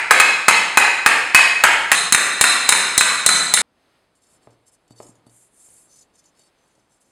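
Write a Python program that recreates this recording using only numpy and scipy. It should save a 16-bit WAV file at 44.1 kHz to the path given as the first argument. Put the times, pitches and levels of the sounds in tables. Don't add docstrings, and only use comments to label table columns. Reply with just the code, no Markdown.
import sys
import numpy as np
from scipy import signal
from scipy.fft import rfft, irfft, next_fast_len
from scipy.io import wavfile
from scipy.ndimage import uniform_filter1d, map_coordinates

SR = 44100
rng = np.random.default_rng(int(sys.argv[2]) if len(sys.argv) > 2 else 0)


def digitize_waveform(pressure):
    field = np.atleast_2d(pressure).T
    bounded = np.clip(field, -1, 1)
    quanta = np.round(bounded * 32767).astype(np.int16)
    wavfile.write(sys.argv[1], SR, quanta)


def convert_level_to_amplitude(level_db):
    exponent = np.asarray(level_db, float) / 20
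    return 10 ** exponent


N = 313551
LEAD = 0.25

VIEW_CHANGES = (1.951, 3.618)

# frequency in Hz, level in dB per Hz.
ROOM_TONE = [(15, -40.5), (25, -3.5), (317, 2), (362, 0.5), (462, 0), (543, 1), (3140, -10), (5700, -11.5),
             (6180, -9), (6880, -24), (8780, -17.5), (15900, -35)]
# frequency in Hz, level in dB.
MAINS_HUM = [(60, -55), (120, -61), (185, -56)]
# frequency in Hz, time to fall by 60 dB in seconds.
HALL_DECAY = [(100, 0.44), (500, 0.42), (2000, 0.45), (5000, 0.43), (10000, 0.36), (15000, 0.3)]
# delay in seconds, level in dB.
WALL_ECHOES = [(.0048, -8.5), (0.0132, -18), (0.0132, -19), (0.017, -18), (0.027, -16.5)]
# centre in Hz, width in Hz, depth in dB.
MICROPHONE_NOTCHES = [(5820, 720, -14), (6890, 82, -4.5)]

# centre in seconds, length in seconds, low part in dB, high part in dB.
SLEEVES = [
    (3.92, 0.38, -80, -64.5),
    (4.429, 0.34, -63.5, -67),
    (5.12, 0.59, -62, -75.5),
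    (5.902, 0.75, -66, -73),
    (6.5, 0.7, -81.5, -68),
]

# start in seconds, peak in dB, extra boom in dB.
BENCH_KNOCKS = [
    (4.469, -35.5, -1.5),
    (4.904, -43, 9),
    (4.999, -27.5, -12),
    (5.089, -57, 19.5),
    (5.263, -45.5, 8.5),
    (5.681, -53, 1.5),
    (6.393, -54.5, -4),
    (6.774, -54.5, 0),
]
# frequency in Hz, width in Hz, level in dB.
BENCH_WOOD = [(367, 290, 7), (660, 120, 10), (915, 210, 3.5), (1280, 130, 2), (1900, 1200, -8.5)]
# frequency in Hz, width in Hz, level in dB.
BENCH_BOOM = [(118, 4.1, 8), (283, 63, -7)]

# centre in seconds, length in seconds, rubbing in dB,
# freedom of the lower modes in dB, pitch the grip leaves freest in Hz.
STROKES = [(4.171, .05, -64.5, -5, 4590), (4.25, 0.09, -65, -3, 5140), (4.327, 0.098, -58, -8, 5100),
           (4.445, 0.065, -64.5, -4, 5150), (4.521, .07, -73, 1, 5200), (4.68, 0.043, -56.5, -8.5, 5920),
           (4.736, 0.043, -56.5, -10.5, 5580), (4.913, 0.032, -62.5, 2, 4560),
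           (4.993, 0.082, -53.5, -2, 4960), (5.065, .11, -54.5, -4, 6240), (5.16, .09, -72, -4, 6700),
           (5.27, 0.016, -57, -2, 4620), (5.385, 0.19, -54.5, -21.5, 6410), (5.704, 0.36, -50.5, -20, 5200),
           (5.966, .15, -51.5, -2, 6260), (6.177, .08, -60.5, 2, 6110), (6.262, 0.076, -66, 4, 6110),
           (6.421, .14, -59.5, -0.5, 4800), (6.714, .3, -70, -2, 6100), (6.94, 0.1007, -65, -7, 6120),
           (7.02, 0.039, -60.5, -15.5, 6090), (7.086, 0.089, -64.5, -6.5, 6080),
           (5.4, 3.4, -80, -17.5, 5247)]
# start in seconds, peak in dB, extra ring in dB.
TICKS = [(4.1534, -50, 0), (4.4314, -54.5, 1.5), (4.5064, -50, 1), (4.6748, -52, 0), (4.7314, -47.5, -4.5),
         (4.8794, -53, 6), (4.9072, -41, -1), (4.9614, -50, 0), (5.024, -32, -5.5), (5.0464, -33, -8),
         (5.0674, -44, 7), (5.1544, -39.5, -7), (5.2664, -49, -1.5), (5.2959, -42.5, -1),
         (5.6894, -38.5, -3.5), (6.1559, -46, -3), (6.2414, -46.5, 0.5), (6.3939, -42.5, 3.5),
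         (7.0135, -51, -1)]
# frequency in Hz, level in dB per Hz.
SKIN_HISS = [(880, -45), (1500, -19), (2180, -16.5), (4530, -27), (4910, -24), (5310, -26), (5810, -1),
             (7290, -7), (9610, 1), (15900, -37)]
# frequency in Hz, width in Hz, level in dB.
FREE_PLATE = [(2990, 25, 0), (3780, 120, -9), (4560, 48, -1), (5250, 24, 1.5), (5400, 32, -1),
              (6110, 42, 7), (6840, 50, 3), (7204, 48, -5), (7200, 60, -12), (7490, 45, 0), (8000, 20, -8),
              (8000, 50, -5), (8557, 44, -5), (8600, 62, -3), (9800, 32, -2), (9220, 31, -8.5),
              (9650, 60, -18), (10200, 50, -17), (10250, 70, -22.5), (10100, 60, -16), (10800, 69, -13),
              (11570, 60, -7), (12300, 60, -14), (13000, 80, -18)]

# start in seconds, peak in dB, thud in dB, low ring in dB, deep part in dB.
RIDGE_BLOWS = [
    (-.18, -0.5, -1, -12.5, -0.5),
    (.108, 16.5, -6, -20, -2.5),
    (.199, 5.5, -6, -0.5, -4.5),
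    (0.482, 11, -3.5, -1.5, -1),
    (.772, 4.5, -3, -2, 0.5),
    (1.061, 5.5, -3, -10.5, -0.5),
    (1.346, 3, -5, -1, -5),
    (1.637, 10, -4.5, -15, -1),
    (1.916, 2, -9, -10, -9),
]
# start in seconds, peak in dB.
RIDGE_BOUNCES = [
    (0.821, -10.5),
    (1.388, -11),
]
# thud, low ring, bright part, deep part [dB].
RIDGE_BOUNCE_COLOUR = (-4.5, -16, -13.5, -1.5)
# start in seconds, peak in dB, thud in dB.
RIM_BLOWS = [
    (1.84, 3.5, -11),
    (2.123, -1.5, -4),
    (2.4106, 9, -3.5),
    (2.69, 8.5, -6.5),
    (2.978, 7.5, -10.5),
    (3.262, 7, -13),
    (3.538, 6, -11),
]
# low ring, bright part, deep part [dB].
RIM_BLOW_COLOUR = (-3.5, -3, -5.5)
# start in seconds, peak in dB.
RIM_BOUNCES = [
    (1.868, -0.5),
    (2.1464, 7),
    (2.18, -10),
    (2.44, 3.5),
    (2.723, 7),
    (3.009, 5.5),
    (3.289, -0.5),
    (3.572, -3.5),
]
# thud, low ring, bright part, deep part [dB].
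RIM_BOUNCE_COLOUR = (1, -6, -7.5, -5)
# frequency in Hz, level in dB per Hz.
RIDGE_BODY = [(35, -60), (60, -36), (447, -23.5), (879, -16.5), (1040, -11.5), (1860, -3.5), (2240, -4.5),
              (2570, -6.5), (3650, -23), (4110, -18), (5830, -21), (8670, -21), (12600, -39.5),
              (15900, -50.5)]
RIM_BODY = [(35, -59.5), (60, -35.5), (184, -11), (388, -13.5), (1160, -2), (2290, -5), (3410, -11.5),
            (4010, -1), (5310, -29.5), (5690, -16.5), (6110, -4), (9290, -7), (14100, -29), (15900, -84.5)]
# frequency in Hz, width in Hz, level in dB.
RIDGE_RING = [(936, 140, -13), (2545.5, 24, 4.5), (2573, 30, -1), (4090, 48, -10), (5310, 49, -19),
              (6230, 26, -13), (6550, 24, -18.5), (7280, 36, -24), (7476, 32, -29), (7735, 9.5, -27.5),
              (8645, 59, -30.5), (8847, 30, -24.5), (9600, 31, -24), (11100, 84, -33)]
RIM_RING = [(1750, 13, -11), (1996, 20, -2.5), (2239, 41, -13.5), (3739, 46, -3.5), (4035, 28, 2.5),
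            (5260, 110, -9), (6106, 50, -3), (6680, 140, -16), (7000, 60, -7.5), (7830, 42, -9),
            (8420, 55, -0.5), (9300, 25, -4.5), (10150, 70, -10), (10880, 57, -16), (11050, 190, -22),
            (12700, 66, -29.5), (13000, 130, -28)]
# frequency in Hz, level in dB.
RIDGE_FACING = [(500, -1), (1400, 6), (2000, -1), (2550, 0), (3300, -2), (12000, 8.5)]
RIM_FACING = [(500, -3), (1400, 1.5), (2500, 1.5), (3900, -0.5), (8000, 3), (12000, 1.5)]


def unit(x):
    return x / np.sqrt(np.mean(x ** 2) + 1e-20)


def along(points, hz):
    f, v = np.transpose(points)
    return np.interp(np.log(hz + 1), np.log(f + 1), v)


def causal(gain):
    cepstrum = irfft(np.log(gain + 1e-6))
    half = len(cepstrum) // 2
    cepstrum[1:half] *= 2
    cepstrum[half + 1:] = 0
    return np.exp(rfft(cepstrum))


def modes(table, f):
    total = 0
    for k, (hz, width, db) in enumerate(table):
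        damping = 1j * f * width
        total = total + (-1) ** k * convert_level_to_amplitude(db) * damping / (hz * hz - f * f + damping + 1e-9)
    return total


def filtered(x, response):
    m = next_fast_len(len(x) + SR // 2) // 2 * 2
    return irfft(rfft(x, m) * response(np.fft.rfftfreq(m, 1 / SR)), m)[:len(x)]


def wobble(step):
    knots = rng.standard_normal(int(N / step) + 4)
    return map_coordinates(knots, [np.arange(N) / step], order=1)


def swells(centre, length, db):
    t = np.arange(N)[::32, None] / SR
    place = np.abs(2 * (t - centre) / length)
    gain = convert_level_to_amplitude(db - 14.5 * place ** 3.8).sum(axis=1)
    return np.interp(np.arange(N) / SR, t[:, 0], gain)


def pulses(rows, extra):
    x = np.zeros(N)
    for s, db, more_db in rows:
        x[round(s * SR)] = convert_level_to_amplitude(db + extra * more_db)
    return x


def air(n):
    return unit(filtered(rng.standard_normal(n), lambda f: convert_level_to_amplitude(along(ROOM_TONE, f))))


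def quiet():
    centre, length, low_db, high_db = np.transpose(SLEEVES)
    tone = air(N)
    upper = filtered(tone, lambda f: 1j * f / (900 + 1j * f))
    low = np.hypot(convert_level_to_amplitude(-64.5), swells(centre, length, low_db))
    high = np.hypot(convert_level_to_amplitude(-68), swells(centre, length, high_db + 1))
    return low * (tone - upper) + high * upper


def hall(x, near, wet_db):
    hz, t, z = signal.stft(rng.standard_normal(len(x)), SR, nperseg=256)
    decay = convert_level_to_amplitude(-60 * t / along(HALL_DECAY, hz)[:, None])
    tail = signal.istft(z * decay, SR, nperseg=256)[1][:len(x)]
    tail = tail * (1 - np.exp(-np.arange(len(x)) / (SR * 0.027)))
    tail = convert_level_to_amplitude(wet_db) * tail / np.linalg.norm(tail)
    walls = sum(convert_level_to_amplitude(db) * np.pad(near, (round(s * SR), 0))[:len(x)] for s, db in WALL_ECHOES)
    return near + walls + signal.fftconvolve(x, tail)[:len(x)]


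def bench():
    def soft(f):
        return np.exp(-2j * np.pi * f * 0.00292) / (1 + 1j * f / 1500) ** 2

    knock = filtered(pulses(BENCH_KNOCKS, extra=0), lambda f: convert_level_to_amplitude(27) * soft(f) * modes(BENCH_WOOD, f))
    boom = filtered(pulses(BENCH_KNOCKS, extra=1), lambda f: convert_level_to_amplitude(45.5) * soft(f) * modes(BENCH_BOOM, f))
    near = knock + boom
    start = round(4.4 * SR)
    return np.pad(hall(knock[start:], near[start:], wet_db=-8), (start, 0))


def hands():
    centre, length, rub_db, free_db, grip_hz = np.transpose(STROKES)
    rub = swells(centre, length, rub_db)

    def free(hz):
        damped_db = 26 * np.abs(np.log2(hz / grip_hz))
        return swells(centre, length, rub_db + free_db + 9 - damped_db)

    palm = swells(centre, length, rub_db - 0.31 * free_db - 10)
    hiss = unit(filtered(rng.standard_normal(N), lambda f: convert_level_to_amplitude(along(SKIN_HISS, f))))
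    slips = convert_level_to_amplitude(13.5) * unit(rng.standard_normal(N) * convert_level_to_amplitude(4.6 * wobble(150)))
    taps = convert_level_to_amplitude(25) * pulses(TICKS, extra=1)
    sing = np.zeros(N)
    for hz, width, db in FREE_PLATE:
        keep = np.exp(-np.pi * width / SR)
        pole = [1, -2 * keep * np.cos(2 * np.pi * hz / SR), keep ** 2]
        push = slips * (free(hz) if hz < 7000 else rub) + taps
        push = push * convert_level_to_amplitude(db + 2.5 * wobble(2600))
        sing += signal.lfilter([1 - keep, 0, keep - 1], pole, push)
    ticks = filtered(pulses(TICKS, extra=0), lambda f: convert_level_to_amplitude(-7) * causal(convert_level_to_amplitude(along(SKIN_HISS, f) / 2)))
    sing = filtered(sing, lambda f: 1 / (1 + (f / 11500) ** 8) / (1 + (2500 / (f + 1)) ** 6))
    return palm * hiss + sing + ticks


def rough_contact(chatter):
    t = np.arange(SR) / SR
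    contact = rng.standard_normal(SR) * np.exp(-t / chatter)
    contact[0] += 4
    contact = rfft(contact)
    contact = irfft(contact / causal(np.abs(contact)))
    return rfft(contact * np.exp(-t / (5 * chatter)))


def hammer(blows, body, ring, facing, ring_db, chatter, drive_db):
    out = np.zeros(N + 2 * SR)
    f = np.fft.rfftfreq(SR, 1 / SR)
    toward = causal(convert_level_to_amplitude(along(facing, f)))
    for s, db, thud_db, low_db, bright_db, deep_db in blows:
        contact = rough_contact(chatter)
        tilt = [(1000, deep_db), (1400, thud_db), (2600, thud_db), (3300, bright_db)]
        struck = []
        for (hz, width, mode_db), share_db in zip(ring, 1.8 * rng.standard_normal(len(ring))):
            colour_db = low_db if 1500 < hz < 4500 else along(tilt, hz)
            struck.append((hz, width, mode_db + share_db + colour_db))
        clumps_db = 3.5 * np.interp(f / 90.34, np.arange(300), rng.standard_normal(300))
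        dense = causal(convert_level_to_amplitude(along(body, f) + along(tilt, f) + clumps_db))
        blow = contact * (dense + convert_level_to_amplitude(ring_db) * modes(struck, f))
        start = round((s + LEAD + 0.0007) * SR)
        out[start:][:SR] += convert_level_to_amplitude(db + drive_db) * hall(irfft(blow), irfft(blow * toward), wet_db=-4.5)
    return out[:N + round(LEAD * SR)]


def ridge_hammering():
    blows = [row + RIDGE_BOUNCE_COLOUR for row in RIDGE_BOUNCES]
    for s, db, thud_db, low_db, deep_db in RIDGE_BLOWS:
        blows.append((s, db, thud_db, low_db, -1 + 0.22 * low_db, deep_db))
    return hammer(sorted(blows), RIDGE_BODY, RIDGE_RING, RIDGE_FACING, ring_db=2, chatter=0.0056, drive_db=64.5)


def rim_hammering():
    blows = [row + RIM_BLOW_COLOUR for row in RIM_BLOWS]
    blows += [row + RIM_BOUNCE_COLOUR for row in RIM_BOUNCES]
    return hammer(blows, RIM_BODY, RIM_RING, RIM_FACING, ring_db=8.5, chatter=0.0035, drive_db=47.5)


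def microphone(x):
    def notches(f):
        db = sum(depth / (1 + (2 * (f - hz) / width) ** 2) for hz, width, depth in MICROPHONE_NOTCHES)
        return causal(convert_level_to_amplitude(db))

    return filtered(x, notches)


def gain_control(x, knee_db, recover_db, air_db):
    t = np.arange(len(x)) / SR
    hum = sum(convert_level_to_amplitude(db) * np.sin(2 * np.pi * hz * t) for hz, db in MAINS_HUM)
    x = x + convert_level_to_amplitude(air_db) * air(len(x)) + hum
    power = np.abs(uniform_filter1d(x ** 2, 64, origin=31))
    over = 10 * np.log10(power + 1e-12) - knee_db
    climb = recover_db * t
    cut_db = np.maximum(np.maximum.accumulate(over + climb) - climb, 0)
    keep = np.exp(-1 / (SR * 0.00049))
    gain = convert_level_to_amplitude(-signal.lfilter([1 - keep], [1, -keep], cut_db))
    x = np.clip(x * gain, -1.06, 1.06)
    x = filtered(x, lambda f: 1j * f / (58 + 1j * f) / (1 + (f / 15000) ** 16))
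    return x[round(LEAD * SR):]


def scene():
    ridge = gain_control(microphone(ridge_hammering()), knee_db=3.5, recover_db=71, air_db=-47.5)
    rim = gain_control(microphone(rim_hammering()), knee_db=-1.5, recover_db=89.5, air_db=-48.5)
    stroking = microphone(quiet() + bench() + hands())
    t = np.arange(N) / SR
    return np.select([t < VIEW_CHANGES[0], t < VIEW_CHANGES[1]], [ridge, rim], stroking)[None]


def low_pass(x):
    return signal.sosfilt(signal.butter(12, 16050, fs=SR, output="sos"), x)


def record(dry):
    mix = np.clip(dry, -1, 1)
    return low_pass(mix)


dry = scene()
out = record(dry)
digitize_waveform(out)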